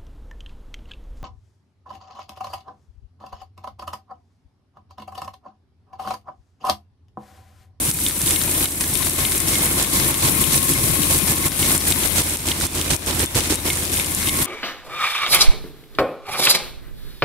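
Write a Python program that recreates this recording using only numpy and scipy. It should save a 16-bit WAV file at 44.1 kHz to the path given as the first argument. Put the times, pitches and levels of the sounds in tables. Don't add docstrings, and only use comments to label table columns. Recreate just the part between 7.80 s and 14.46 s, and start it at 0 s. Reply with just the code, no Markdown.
import sys
import numpy as np
from scipy import signal
from scipy.fft import rfft, irfft, next_fast_len
from scipy.io import wavfile
from scipy.ndimage import uniform_filter1d, map_coordinates

SR = 44100
rng = np.random.default_rng(int(sys.argv[2]) if len(sys.argv) > 2 else 0)


def store_wav(level_fs):
    pcm = np.round(np.clip(np.atleast_2d(level_fs), -1, 1) * 32767)
    wavfile.write(sys.argv[1], SR, pcm.T.astype(np.int16))


def gain_from_decibels(decibels):
    exponent = np.asarray(decibels, float) / 20
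    return 10 ** exponent


N = 293706

# start_s, loudness_db, left_minus_right_db, stone_view_db
WALK_PATH = [(0.0, -28, 4, 1), (0.56, -26, 3, 1), (1.11, -28.5, 6.5, -0.5), (1.67, -26, 4.5, -0.9),
             (2.22, -25.5, 3, -0.9), (2.78, -24, 4.5, -1), (3.33, -25, 3, -1.5), (3.89, -23.5, 4.5, -1.5),
             (4.44, -20, 2.3, -3), (5.0, -25.5, 2, -6.5), (5.55, -22.5, -0.5, -6.5), (6.11, -29, 5, -4.5),
             (6.66, -22.5, 2.5, -0.5)]
# start_s, low_panel_facing_db, high_panel_facing_db, left_lag_samples, extra_shaft_path_m
MILL_BEARING = [(0, -6, -5, 1.5, 0.09), (.7, -2.5, -2.5, -2.5, 0.43), (1.35, 1.5, -1, 0, -0.32),
                (1.8, 3, 0.5, 3.5, 0.4), (2.25, 6, 2, 9, 1.26), (2.75, 4, -2, 6.5, 1.12),
                (3.25, 2.5, -2.5, 9, 1.41), (3.6, 5.5, -0.5, -2, 1.07), (3.9, 4, -2.5, -4, 0.76),
                (4.2, -9, -3.5, -7.5, 1.23), (4.75, -1.5, -4, -3.5, 0.2), (5.25, -9, -8, 8, 0.46),
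                (5.75, -10, -4, 3.5, 0.11), (6.2, -7, -2.5, 9, -1.04), (6.66, 10, 1, 16, -1.68)]
LOW_PAN_DB, HIGH_PAN_DB = -1.5, -0.36
# freq_hz, likeness_0_to_1
PORT_LIKENESS = [(60, 0.9), (290, 0.9), (640, 0.66), (1400, 0.22), (3000, 0.1), (6000, 0.035),
                 (16000, 0.041)]

HUM_DB, HOUSING_DB, CRUSH_DB, HISS_DB, RING_DB = -1.58, -3, 1.5, 8, 28.5
HUM_PER_FACING, CRUSH_PER_FACING = 0.14, 0.035
DEEP_PER_FACING, DEEP_PER_VIEW = -0.53, -0.44
HOUSING_PER_VIEW = -0.29
CRUSH_PER_VIEW = 0.2

SHAFT_HZ = 17.29
SHAFT_ORDERS = [(1, -63), (2, -55), (3, -38.5), (4, -38), (5, -32.5), (6, -86), (7, -44), (8, -38),
                (9, -41.5), (10, -42.5), (11, -46), (12, -40.5), (13, -103), (14, -45), (15, -42),
                (16, -50), (17, -62), (18, -53), (19, -43), (20, -44), (21, -41.5), (22, -84), (23, -69),
                (24, -48)]
# freq_hz, density_db_per_hz
RUMBLE_SPECTRUM = [(25, 11), (40, 8), (55, 15), (75, 14.5), (110, 18), (160, 11.5), (230, 13.5),
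                   (300, 20.5), (370, 13), (420, 9), (550, 13)]

LAP_S, STRONGEST_FLAP_S = 0.2967, 0.1
FLAP_SWING_DB, LAP_SWING_DB = 4, 0.5
FLAP_DB, FLAP_PER_FACING = -0.5, 0.11

# pitch_hz, left_db, right_db, wander_hz
BEARING_WHINES = [(1077, -44.5, -52, 9.0), (2140, -46, -47, 18.0)]
# pitch_hz, width_hz, left_db, right_db
HOUSING_PANELS = [(978, 140, -42, -46.5), (1092, 67, -44, -47.5), (1761, 31, -72, -44.5),
                  (2140, 170, -40, -39), (2453, 140, -41, -66), (4200, 160, -80, -55),
                  (5530, 500, -40.5, -52)]

# start_s, peak_db, pitch_hz
FRAME_THUMPS = [(0.022, -22, 211), (0.084, -13.5, 158), (0.146, -18, 151), (0.376, -19, 180),
                (0.434, -12.5, 137), (0.512, -28, 302), (0.661, -20, 142), (1.125, -17, 140),
                (1.356, -22, 137), (1.412, -20, 146), (1.473, -32, 164), (1.588, -21, 136),
                (1.643, -21, 139), (1.763, -23, 178), (1.878, -27, 157), (1.937, -19, 183),
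                (1.99, -21, 213), (2.055, -23, 178), (2.127, -18, 280), (2.172, -11, 182),
                (2.227, -15, 135), (2.28, -22, 203), (2.441, -8, 135), (2.521, -12, 186),
                (2.591, -13.5, 203), (2.682, -16, 161), (2.747, -10.5, 137), (2.824, -16.5, 285),
                (2.919, -14.5, 144), (2.978, -16, 130), (3.034, -12, 133), (3.098, -9, 137),
                (3.202, -15, 145), (3.271, -14, 135), (3.319, -13.5, 145), (3.433, -13, 178),
                (3.496, -9.5, 137), (3.612, -24, 151), (3.656, -18, 141), (3.793, -17.5, 176),
                (3.845, -27, 132), (4.022, -22.5, 187), (4.314, -21, 183), (4.39, -17, 308),
                (4.599, -21, 137), (4.681, -20, 307), (4.77, -28, 186), (4.831, -19, 144),
                (4.953, -20, 356), (5.118, -9, 141), (5.269, -25, 279), (5.345, -19, 110),
                (5.388, -31, 140), (5.558, -8.5, 112), (5.703, -12.5, 304), (5.858, -29, 156),
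                (5.927, -19, 135), (6.098, -19, 343), (6.388, -15, 192), (6.501, -30, 135),
                (3.543, -23, 339), (3.658, -32, 366), (4.39, -21, 325), (5.129, -19, 333),
                    (5.149, -19, 606), (5.429, -21, 366), (5.553, -26, 493), (5.591, -16, 331),
                    (5.72, -19, 377), (5.85, -22, 370), (5.875, -21, 374), (6.199, -35, 364)]
THUMP_DB, THUMP_RISE_S, THUMP_T60_S = -6, 0.0024, 0.057
# start_s, peak_db, pitch_hz
LOW_PANEL_PINGS = [(0.5666, -28, 2170), (1.4544, -33, 2140), (1.7394, -20, 2210), (1.7544, -20, 2140),
                   (2.1969, -30, 2080), (2.9494, -16, 2140), (3.3089, -27, 2140), (3.8277, -19, 2180),
                   (3.8891, -23, 2110), (4.7152, -22, 2070), (6.1963, -17, 2270), (6.4857, -15, 2150)]
# start_s, peak_db, pitch_hz
HIGH_PANEL_PINGS = [
    (0.2628, -26, 3540),
    (1.1538, -25, 3670),
    (1.2276, -28, 3730),
    (3.8277, -21, 3640),
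    (3.8871, -20, 3700),
    (4.8708, -30, 3510),
    (5.4644, -23, 3500),
    (5.7694, -27, 3760),
    (6.1419, -26, 3650),
    (6.1963, -22, 3640),
]
PING_DB, PING_RISE_S, PING_T60_S = -5.5, 0.0016, 0.12
# start_s, peak_db, pitch_hz
PLATE_SQUEAKS = [
    (0.678, -22, 905),
    (1.006, -26, 1910),
    (1.008, -28, 2490),
    (1.012, -28, 990),
    (1.036, -27, 1700),
    (1.205, -23, 1040),
    (1.385, -25.5, 1110),
    (6.046, -27, 4800),
    (6.064, -29, 4600),
    (5.705, -25, 5700),
]
SQUEAK_DB, SQUEAK_RISE_S, SQUEAK_T60_S = -5, 0.0025, 0.05

# start_s, clack_db, snap_db, left_minus_right_db
MILL_PULLEY_TICKS = [(0.2637, -0.5, -20, 1), (0.5604, -4, -26, 11), (0.8568, -4, -16, -5),
                     (1.1543, -5, -14, 10), (1.4507, 0, -21, 9), (1.7544, -9, -19, 18),
                     (2.0457, -14.5, -20, 21), (2.3422, -7, -14, 6), (2.6395, -5, -18, 14),
                     (2.9362, -8, -12, 2.0), (3.2333, -4, -25, 5), (3.5308, -16, -19, 15),
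                     (3.8275, -3, -13, 6), (4.1223, 0.5, -11, 6), (4.4191, -9, -14, 3),
                     (4.716, 0.5, -26, 0), (5.0131, -7, -16, 12), (5.3098, -7, -22, 12),
                     (5.606, -8, -16, 15), (5.9018, 1, -20, 0), (6.1976, -7, -16, 10),
                     (6.4934, -2, -16, -3)]
TICK_TILTS_DB = [5, 6, -7, 3, -5, -4, -18, -3, -2, 2, -6, 0.1, 0.1, 3, 7, 3, -3, 9, 3, -6, -16, -3]
TILT_PIVOT_HZ = 3200
# start_s, snap_db, left_minus_right_db
MOTOR_PULLEY_SNAPS = [(0.1133, -15, -6), (0.4166, -10.5, -5), (0.7136, -15, 3.5), (1.009, -10, -1),
                      (1.297, -15, -3), (1.6028, -10, 7), (3.3874, -13, 5), (3.683, -15, -1),
                      (3.9783, -12, 9), (4.274, -13, 13), (4.5707, -17.5, 7), (4.8671, -14, 0),
                      (5.164, -18, 11), (5.4597, -14, 9), (5.756, -13, 7), (6.0522, -17, -7),
                      (6.3486, -9, 2), (6.6452, -15, 1)]
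SNAP_CLACK_DB = -9
# freq_hz, level_db, t60_s
CLACK_MODES = [(2150, -26, 0.061), (2520, -11, 0.0044), (2980, -10, 0.0087), (3320, -12.5, 0.01),
               (3687, -14.5, 0.023), (4100, -9.5, 0.0043)]
# freq_hz, level_db, t60_s
BRIGHT_MODES = [(5900, 10.5, 0.0014), (7370, 2.5, 0.0083), (8660, 9.5, 0.0046), (10300, 9.5, 0.0026),
                (13500, 4.5, 0.0014)]
# start_s, clack_db, snap_db, left_minus_right_db
KERNEL_RATTLES = [(0.052, -16, -15, -7), (0.4753, -5, -25, -1), (0.508, -7, -9, -6), (0.615, -29, -27, -3),
                  (0.6366, -20, -12, 1), (0.748, -13, -25, -2), (0.9202, -27, -18, 2),
                  (1.0393, -22, -20, -2), (1.1373, -21, -23, 4.5), (1.173, -30, -15, -5),
                  (1.5275, -27, -14, 1), (1.579, -33, -10, -4), (1.7358, -8, -20, 6),
                  (2.026, -11, -11, -15), (2.318, -26, -21, 2), (4.3969, -11, -28, 8),
                  (4.497, -39, -19, -13), (4.686, -6, -16, 12), (4.8189, -13, -18, -14),
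                  (4.951, -27, -17, 4), (5.2623, -36, -15.5, -6), (5.394, -35, -13, 8),
                  (5.4055, -37, -14, -4), (5.744, -25, -17, -1), (5.866, -11, -20, 10),
                  (5.972, -30, -15, 0), (6.171, -7, -19, 2), (6.245, -10, -16, 6), (6.4727, -5, -23, 7),
                  (6.4864, -5, -15, 9)]
# start_s, peak_db, left_minus_right_db
KERNEL_BURSTS = [(0.8823, -20, -3), (1.14, -16, 5.5), (1.3834, -29, 2), (3.3594, -17, 0), (3.4844, -21, -2),
                 (3.559, -18, 2.5), (3.5994, -29, -1), (3.7828, -21, 4.0), (3.8783, -20, 5),
                 (3.9507, -12, 6), (4.0692, -19, 4.5), (4.669, -16, 13), (4.931, -23, 8), (5.109, -18, 1.5),
                 (5.551, -13, 9), (5.71, -22, 0.0), (5.7423, -16, 2.0), (5.93, -15, 6), (5.9549, -17, -2.0),
                 (6.0102, -26, -2.5), (6.0342, -20, 0.0), (6.127, -17, 0.5), (6.14, -14, 5),
                 (6.26, -17, 0.5), (5.435, -21, 0.5)]
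STRAY_COUNT = 6
STRAY_CLACK_DB, STRAY_SNAP_DB, STRAY_SPREAD_DB, STRAY_PAN_DB = -33, -19, 3.0, 6.0
# start_s, peak_db, left_minus_right_db
CASING_KNOCKS = [(0.187, -14, -2), (0.3087, -13, -4), (0.3244, -30, 1.0), (0.614, -8, 1),
                 (0.8145, -21, 2.0), (1.0095, -23, 1.5), (1.038, -13, -0.5), (1.228, -12, 6),
                 (1.3832, -16, 3.0), (1.5188, -9.5, 6), (2.198, -8, 4.5), (3.3865, -16, 9.0),
                 (3.6487, -18, -0.5), (3.718, -14, 3.5), (4.0088, -18, 3.0), (4.472, -18, 0.5),
                 (4.5705, -27, 0.5), (4.8105, -9, -4.0), (4.9693, -20, 3.5), (5.1053, -21, 3.0),
                 (5.275, -22, 1), (5.5464, -14, 5), (5.853, -17, 0.5), (6.4276, -11, 5),
                 (6.5869, -20, -1.0)]
# freq_hz, level_db, t60_s
CASING_MODES = [(1460, -10, 0.0033), (2200, -7, 0.0027), (3700, -7, 0.0028), (5640, -2.5, 0.0012)]
KNOCK_LATE_S = 0.0012

# freq_hz, density_db_per_hz
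LEFT_PORT = [(450, -2.5), (650, -3), (900, -7.5), (1400, -6), (2000, -6.5), (2800, -7.5), (4000, -5),
             (5000, -10.5), (6500, -6.5), (8000, -2.5), (9200, 2.5), (10800, 4.5), (12800, -0.5),
             (15500, -7)]
# freq_hz, density_db_per_hz
RIGHT_PORT = [(450, -1.5), (650, -8.5), (900, -6), (1400, -9), (2000, -11), (2800, -8), (4000, -5),
              (5000, -4.5), (6500, -1.5), (8000, 3.5), (9200, 4.5), (10800, -2), (12800, -3.5), (15500, -9)]
CRACK_S = 0.0007

# start_s, left_drop_db, right_drop_db, hold_s, spring_back_db
MOTOR_AIR_PUSHES = [(0.11, 4, 4.5, 0.089, -3.5), (0.391, 2.5, 3, 0.07, 0), (0.685, 1.5, 2, 0.12, 1.5),
                    (1.023, 3, 1, 0.12, 1), (1.282, 3, 2.5, 0.1, 1.6), (1.571, 2.5, 4.5, 0.1, 1.5),
                    (1.875, 0.5, 0.5, 0.096, 1), (2.192, -1, 1.5, 0.085, 1), (2.495, 0.5, 3.5, 0.11, 2.5),
                    (2.784, 2, 4.5, 0.1, 2), (3.075, -0.3, 3, 0.14, 5.5), (3.377, 0.7, 6.5, 0.093, 0.5),
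                    (3.678, 5.5, 8.5, 0.11, -1.5), (3.967, 4, 5.5, 0.1, -0.5), (4.266, 3, 10, 0.086, -2.5),
                    (4.556, 8.5, 9.5, 0.1, -5.5), (4.862, 7, 6.5, 0.081, -2),
                    (5.156, 7.5, 11.5, 0.11, -0.5), (5.451, 7.5, 10.5, 0.098, 3), (5.748, 4, 7, 0.1, 2.5),
                    (6.037, 1.5, 3, 0.08, 3), (6.345, 2.5, 4, 0.11, 0), (6.633, 5, 12, 0.12, 1.2)]
# start_s, left_drop_db, right_drop_db, hold_s, spring_back_db
MILL_AIR_PUSHES = [(0.298, 2.7, 4.6, 0.1, 1.2), (0.552, 1.3, 4, 0.14, 1.2), (0.853, 5.7, 4.1, 0.15, 2.4),
                   (1.145, 0.5, 3.6, 0.1, 0.85), (1.446, 1.6, 1.9, 0.11, 1.2),
                   (1.73, 1.4, 0.65, 0.081, 0.51), (2.036, 2.8, 5.3, 0.091, 0.75),
                   (2.313, 2.6, 4.1, 0.11, 3.2), (2.632, 1.1, 6.1, 0.089, 0.92),
                   (2.917, 1.3, 2.8, 0.11, 0.53), (3.213, 1.6, 4.8, 0.084, 1.5),
                   (3.534, 2.6, 4.1, 0.12, 2.1), (3.806, 0.42, 0.83, 0.069, 0.79),
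                   (4.121, 2.1, 5.1, 0.13, 1), (4.412, 5.5, 5.6, 0.141, 0.64), (4.722, 3.2, 4, 0.099, 0.64),
                   (5.013, 2, 1.7, 0.088, 4.9), (5.305, 3, 2, 0.087, 0.54), (5.598, 2.6, 5.6, 0.1, 1.4),
                   (5.901, 2.4, 1.1, 0.12, 1.2), (6.225, 2.2, 3.2, 0.13, 1.2),
                   (6.485, 3.7, 3.2, 0.13, 0.88)]
OVERSHOOT, SETTLE_S = 1, 0.056
LOOK_AHEAD_S, FIRST_SHARE, FIRST_S = 0.0045, 0.73, 0.011
SPRING_S, EDGE_S, RELEASE_S = 0.092, 0.0045, 0.011

TOP_CUT_HZ = 15740


def rms_one(x):
    return x / np.sqrt(np.mean(x ** 2) + 1e-20)


def at_hz(points, hz):
    table_hz, values = np.array(points).T[:2]
    return np.interp(np.log(hz + 1), np.log(table_hz), values)


def in_time(rows):
    s, *columns = np.transpose(rows)
    return [np.interp(np.arange(N) / SR, s, c) for c in columns]


def drift(rate):
    r = np.exp(-80 * np.pi * rate / SR)
    noise = rng.standard_normal(N // 40 + 2002)
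    slow = signal.lfilter([1], [1, -2 * r, r * r], noise)[2000:]
    return np.interp(np.arange(N) / 40, np.arange(len(slow)), rms_one(slow))


def ring(clicks, hz, t60):
    r, w = gain_from_decibels(-60 / (t60 * SR)), 2 * np.pi * hz / SR
    return signal.lfilter([0, np.sin(w)], [1, -2 * r * np.cos(w), r * r], clicks + 1e-18)


def pan(db):
    return gain_from_decibels(np.multiply.outer([.5, -.5], db))


def stereo_band(white, left, right, low_hz, high_hz):
    size = next_fast_len(N)
    hz = np.fft.rfftfreq(size, 1 / SR)
    mid, side = rfft(white, size)
    alike = np.clip(at_hz(PORT_LIKENESS, hz), 0, 1)
    pair = np.sqrt(1 + alike) * mid + np.sqrt(1 - alike) * side * [[1], [-1]]
    edges = 1 / np.sqrt((1 + (low_hz / (hz + 1)) ** 8) * (1 + (hz / high_hz) ** 8))
    colour = gain_from_decibels([at_hz(left, hz), at_hz(right, hz)])
    return rms_one(irfft(pair * edges * colour, size)[:, :N])


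def flap_db(facing_db):
    lap = 2 * np.pi * (np.arange(N) / SR - STRONGEST_FLAP_S) / LAP_S
    swing_db = FLAP_SWING_DB * np.cos(4 * lap) + LAP_SWING_DB * np.cos(lap)
    return FLAP_DB + FLAP_PER_FACING * facing_db + swing_db


def hum(level_db, deep_db, middle_db, path_m):
    turn = 2 * np.pi * SHAFT_HZ * (np.arange(N) / SR - path_m / 343)
    lines = 0
    for k, db in SHAFT_ORDERS:
        phase = .03 * k * k - np.pi * (k < 3.5)
        phase += rng.uniform(0, 2 * np.pi) * (k > 8.5)
        order_db = db + 0.36 * drift(2.1) + deep_db * (k < 6.5) + middle_db * (6.5 < k < 9.5)
        lines = lines + np.sqrt(2) * gain_from_decibels(order_db) * np.cos(k * turn + phase)
    white = rng.standard_normal((2, N))
    rumble = stereo_band(white, RUMBLE_SPECTRUM, RUMBLE_SPECTRUM, low_hz=15, high_hz=440)
    throb = gain_from_decibels(1.05 * np.cos(turn - .5) + 1.14 * drift(14))
    return gain_from_decibels(level_db + 26.5) * (lines + gain_from_decibels(-29.5) * throb * rumble)


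def whine(low_db, high_db):
    out = 0
    for (hz, left_db, right_db, wander_hz), facing_db in zip(BEARING_WHINES, [low_db, high_db]):
        phase = 2 * np.pi * np.cumsum(hz + wander_hz * drift(5.83)) / SR
        swell = gain_from_decibels(facing_db + 2.5 * drift(11.0))
        out = out + gain_from_decibels([[left_db], [right_db]]) * swell * np.sin(phase)
    return out


def housing(low_db, high_db):
    out = np.zeros((2, N))
    for hz, width_hz, left_db, right_db in HOUSING_PANELS:
        t60_s = np.log(1000) / (np.pi * width_hz)
        rung = rms_one(ring(rng.standard_normal((2, N)), hz, t60_s))
        facing_db = low_db * (1000 < hz < 1500) + high_db * (1500 < hz < 2300)
        out += gain_from_decibels([[left_db], [right_db]]) * rung * gain_from_decibels(facing_db + 2.4 * drift(8))
    return out


def thumps(rows, level_db, rise_s, t60_s, gain_db):
    out, t = np.zeros(N + SR), np.arange(int(.15 * SR)) / SR
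    shape = (1 - np.exp(-t / rise_s)) * gain_from_decibels(-60 * t / t60_s)
    shape = shape / shape.max()
    for s, db, hz in rows:
        at = int(s * SR)
        height = gain_from_decibels(db + level_db - gain_db[:, at].mean())
        out[at:at + len(t)] += height * shape * np.sin(2 * np.pi * hz * t)
    return out[:N]


def blow_rows():
    snaps = [(s, db + SNAP_CLACK_DB, db, side) for s, db, side in MOTOR_PULLEY_SNAPS]
    bursts = [(s + KNOCK_LATE_S, db + SNAP_CLACK_DB, db, side) for s, db, side in KERNEL_BURSTS]
    luck = rng.standard_normal((STRAY_COUNT, 3)) * [STRAY_SPREAD_DB, STRAY_SPREAD_DB, STRAY_PAN_DB]
    strays = np.c_[rng.uniform(0, N / SR, STRAY_COUNT), luck + [STRAY_CLACK_DB, STRAY_SNAP_DB, 0]]
    return np.r_[MILL_PULLEY_TICKS, snaps + bursts, KERNEL_RATTLES, strays]


def blows(rows, modes, level_db, rebound_db, gain_db, tilt_db=0):
    luck_db = rng.normal(0, 2.5, (len(rows), 3, len(modes)))
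    late_s = rng.uniform(0.0013, 0.0045, (len(rows), 3)) * np.arange(3)
    out = np.zeros((2, N))
    for k, (hz, db, t60) in enumerate(modes):
        clicks = np.zeros((2, N))
        colour_db = db + tilt_db * np.log2(hz / TILT_PIVOT_HZ)
        for bounce in range(3):
            at = np.minimum(((rows[:, 0] + late_s[:, bounce]) * SR).astype(int), N - 1)
            blow_db = level_db + colour_db + luck_db[:, bounce, k] + rebound_db * bounce
            clicks[:, at] += gain_from_decibels(blow_db - gain_db[:, at]) * pan(rows[:, -1])
        out += (-1) ** k * ring(clicks, hz, t60)
    return out


def hits(gain_db):
    rows = blow_rows()
    tilts_db = np.r_[TICK_TILTS_DB, np.zeros(len(rows) - len(MILL_PULLEY_TICKS))]
    clacks = blows(rows, CLACK_MODES, rows[:, 1] - 2.3, -12, gain_db, tilts_db)
    knock_rows = np.array(CASING_KNOCKS) + [KNOCK_LATE_S, 0, 0]
    knocks = blows(knock_rows, CASING_MODES, knock_rows[:, 1] + 3.4, -6, gain_db)
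    snaps = blows(rows, BRIGHT_MODES, rows[:, 2] - 7.0, -9, gain_db)
    return clacks + knocks + snaps


def cracking(per_s, spread_db, share):
    sizes = gain_from_decibels(spread_db * np.minimum(rng.exponential(1, (2, N)), 4))
    force = sizes * (rng.random((2, N)) < per_s * gain_from_decibels(4 * drift(30)) / SR)
    r = np.exp(-1 / (CRACK_S * SR))
    power = signal.lfilter([1], [1, -2 * r, r * r], force ** 2 + 1e-18)
    share = np.clip(share, 0, 1)
    return np.sqrt(share * power / power.mean() + 1 - share) * rng.standard_normal((2, N))


def grinding(body_db, crush_db, hiss_db, low_pan, high_pan):
    coarse = cracking(per_s=1100, spread_db=6.5, share=0.41) * gain_from_decibels(0.23 * drift(28))
    fine = cracking(per_s=800, spread_db=8.5, share=0.27)
    body = stereo_band(coarse, LEFT_PORT, RIGHT_PORT, low_hz=436, high_hz=2960)
    body *= gain_from_decibels(body_db - 3.0 + 1.07 * drift(4.7))
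    crush = stereo_band(coarse, LEFT_PORT, RIGHT_PORT, low_hz=3010, high_hz=6990)
    crush *= gain_from_decibels(crush_db - 3.0 + 1.4 * drift(3.8))
    hiss = stereo_band(fine, LEFT_PORT, RIGHT_PORT, low_hz=7140, high_hz=21200)
    hiss *= gain_from_decibels(hiss_db - 0.92 + 0.42 * drift(17))
    return body * pan(low_pan - 3.0) + (crush + hiss) * pan(high_pan - 1.6)


def pump_db():
    out, t = np.zeros((2, N)), np.arange(int(.4 * SR)) / SR
    for s, left_db, right_db, hold_s, back_db in MOTOR_AIR_PUSHES + MILL_AIR_PUSHES:
        held = t < hold_s + LOOK_AHEAD_S
        drop = np.where(t < FIRST_S, FIRST_SHARE, 1 + OVERSHOOT * np.exp(-t / SETTLE_S)) * held
        spring = back_db * np.exp((hold_s - t) / SPRING_S) * ~held
        at = int((s - LOOK_AHEAD_S) * SR)
        out[:, at:at + len(t)] += (spring - np.outer([left_db, right_db], drop))[:, :N - at]
    fast = uniform_filter1d(out, size=int(EDGE_S * SR), axis=1, mode="nearest")
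    size = int(RELEASE_S * SR)
    slow = uniform_filter1d(out, size=size, axis=1, mode="nearest", origin=size // 4)
    return np.minimum(fast, slow + 1.5)


def scene():
    walk_db, side_db, view_db = in_time(WALK_PATH)
    facing_db, high_facing_db, lag, path_m = in_time(MILL_BEARING)
    gain_db = pump_db()
    low_pan, high_pan = side_db + LOW_PAN_DB, side_db + HIGH_PAN_DB
    hidden_db = np.minimum(view_db, 0)
    deep_db = DEEP_PER_FACING * np.maximum(facing_db, 0) + DEEP_PER_VIEW * hidden_db

    low = hum(walk_db + HUM_DB + HUM_PER_FACING * facing_db, deep_db, flap_db(facing_db), path_m)
    low += thumps(FRAME_THUMPS, THUMP_DB, THUMP_RISE_S, THUMP_T60_S, gain_db)
    low += thumps(LOW_PANEL_PINGS + HIGH_PANEL_PINGS, PING_DB, PING_RISE_S, PING_T60_S, gain_db)
    low += thumps(PLATE_SQUEAKS, SQUEAK_DB, SQUEAK_RISE_S, SQUEAK_T60_S, gain_db)
    rung = whine(facing_db, high_facing_db) + housing(facing_db, high_facing_db)
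    body_db = walk_db + HOUSING_DB + HOUSING_PER_VIEW * hidden_db
    crush_db = walk_db + CRUSH_DB + CRUSH_PER_FACING * facing_db + CRUSH_PER_VIEW * view_db
    ground = grinding(body_db, crush_db, walk_db + HISS_DB + view_db, low_pan, high_pan)

    mill = low * pan(low_pan) + rung * gain_from_decibels(walk_db + RING_DB) + ground
    mill[0] = map_coordinates(mill[0], [np.arange(N) - lag], order=3, mode="nearest")
    return mill + hits(gain_db)


def band_limit(x):
    return signal.sosfilt(signal.butter(12, 16750, fs=SR, output="sos"), x)


def record(dry):
    pumped = .74 * np.tanh(dry * gain_from_decibels(pump_db()) / .74)
    top_cut = signal.ellip(14, .5, 70, TOP_CUT_HZ, fs=SR, output="sos")
    mix = signal.sosfilt(top_cut, pumped)
    return band_limit(mix)


dry = scene()
out = record(dry)
store_wav(out)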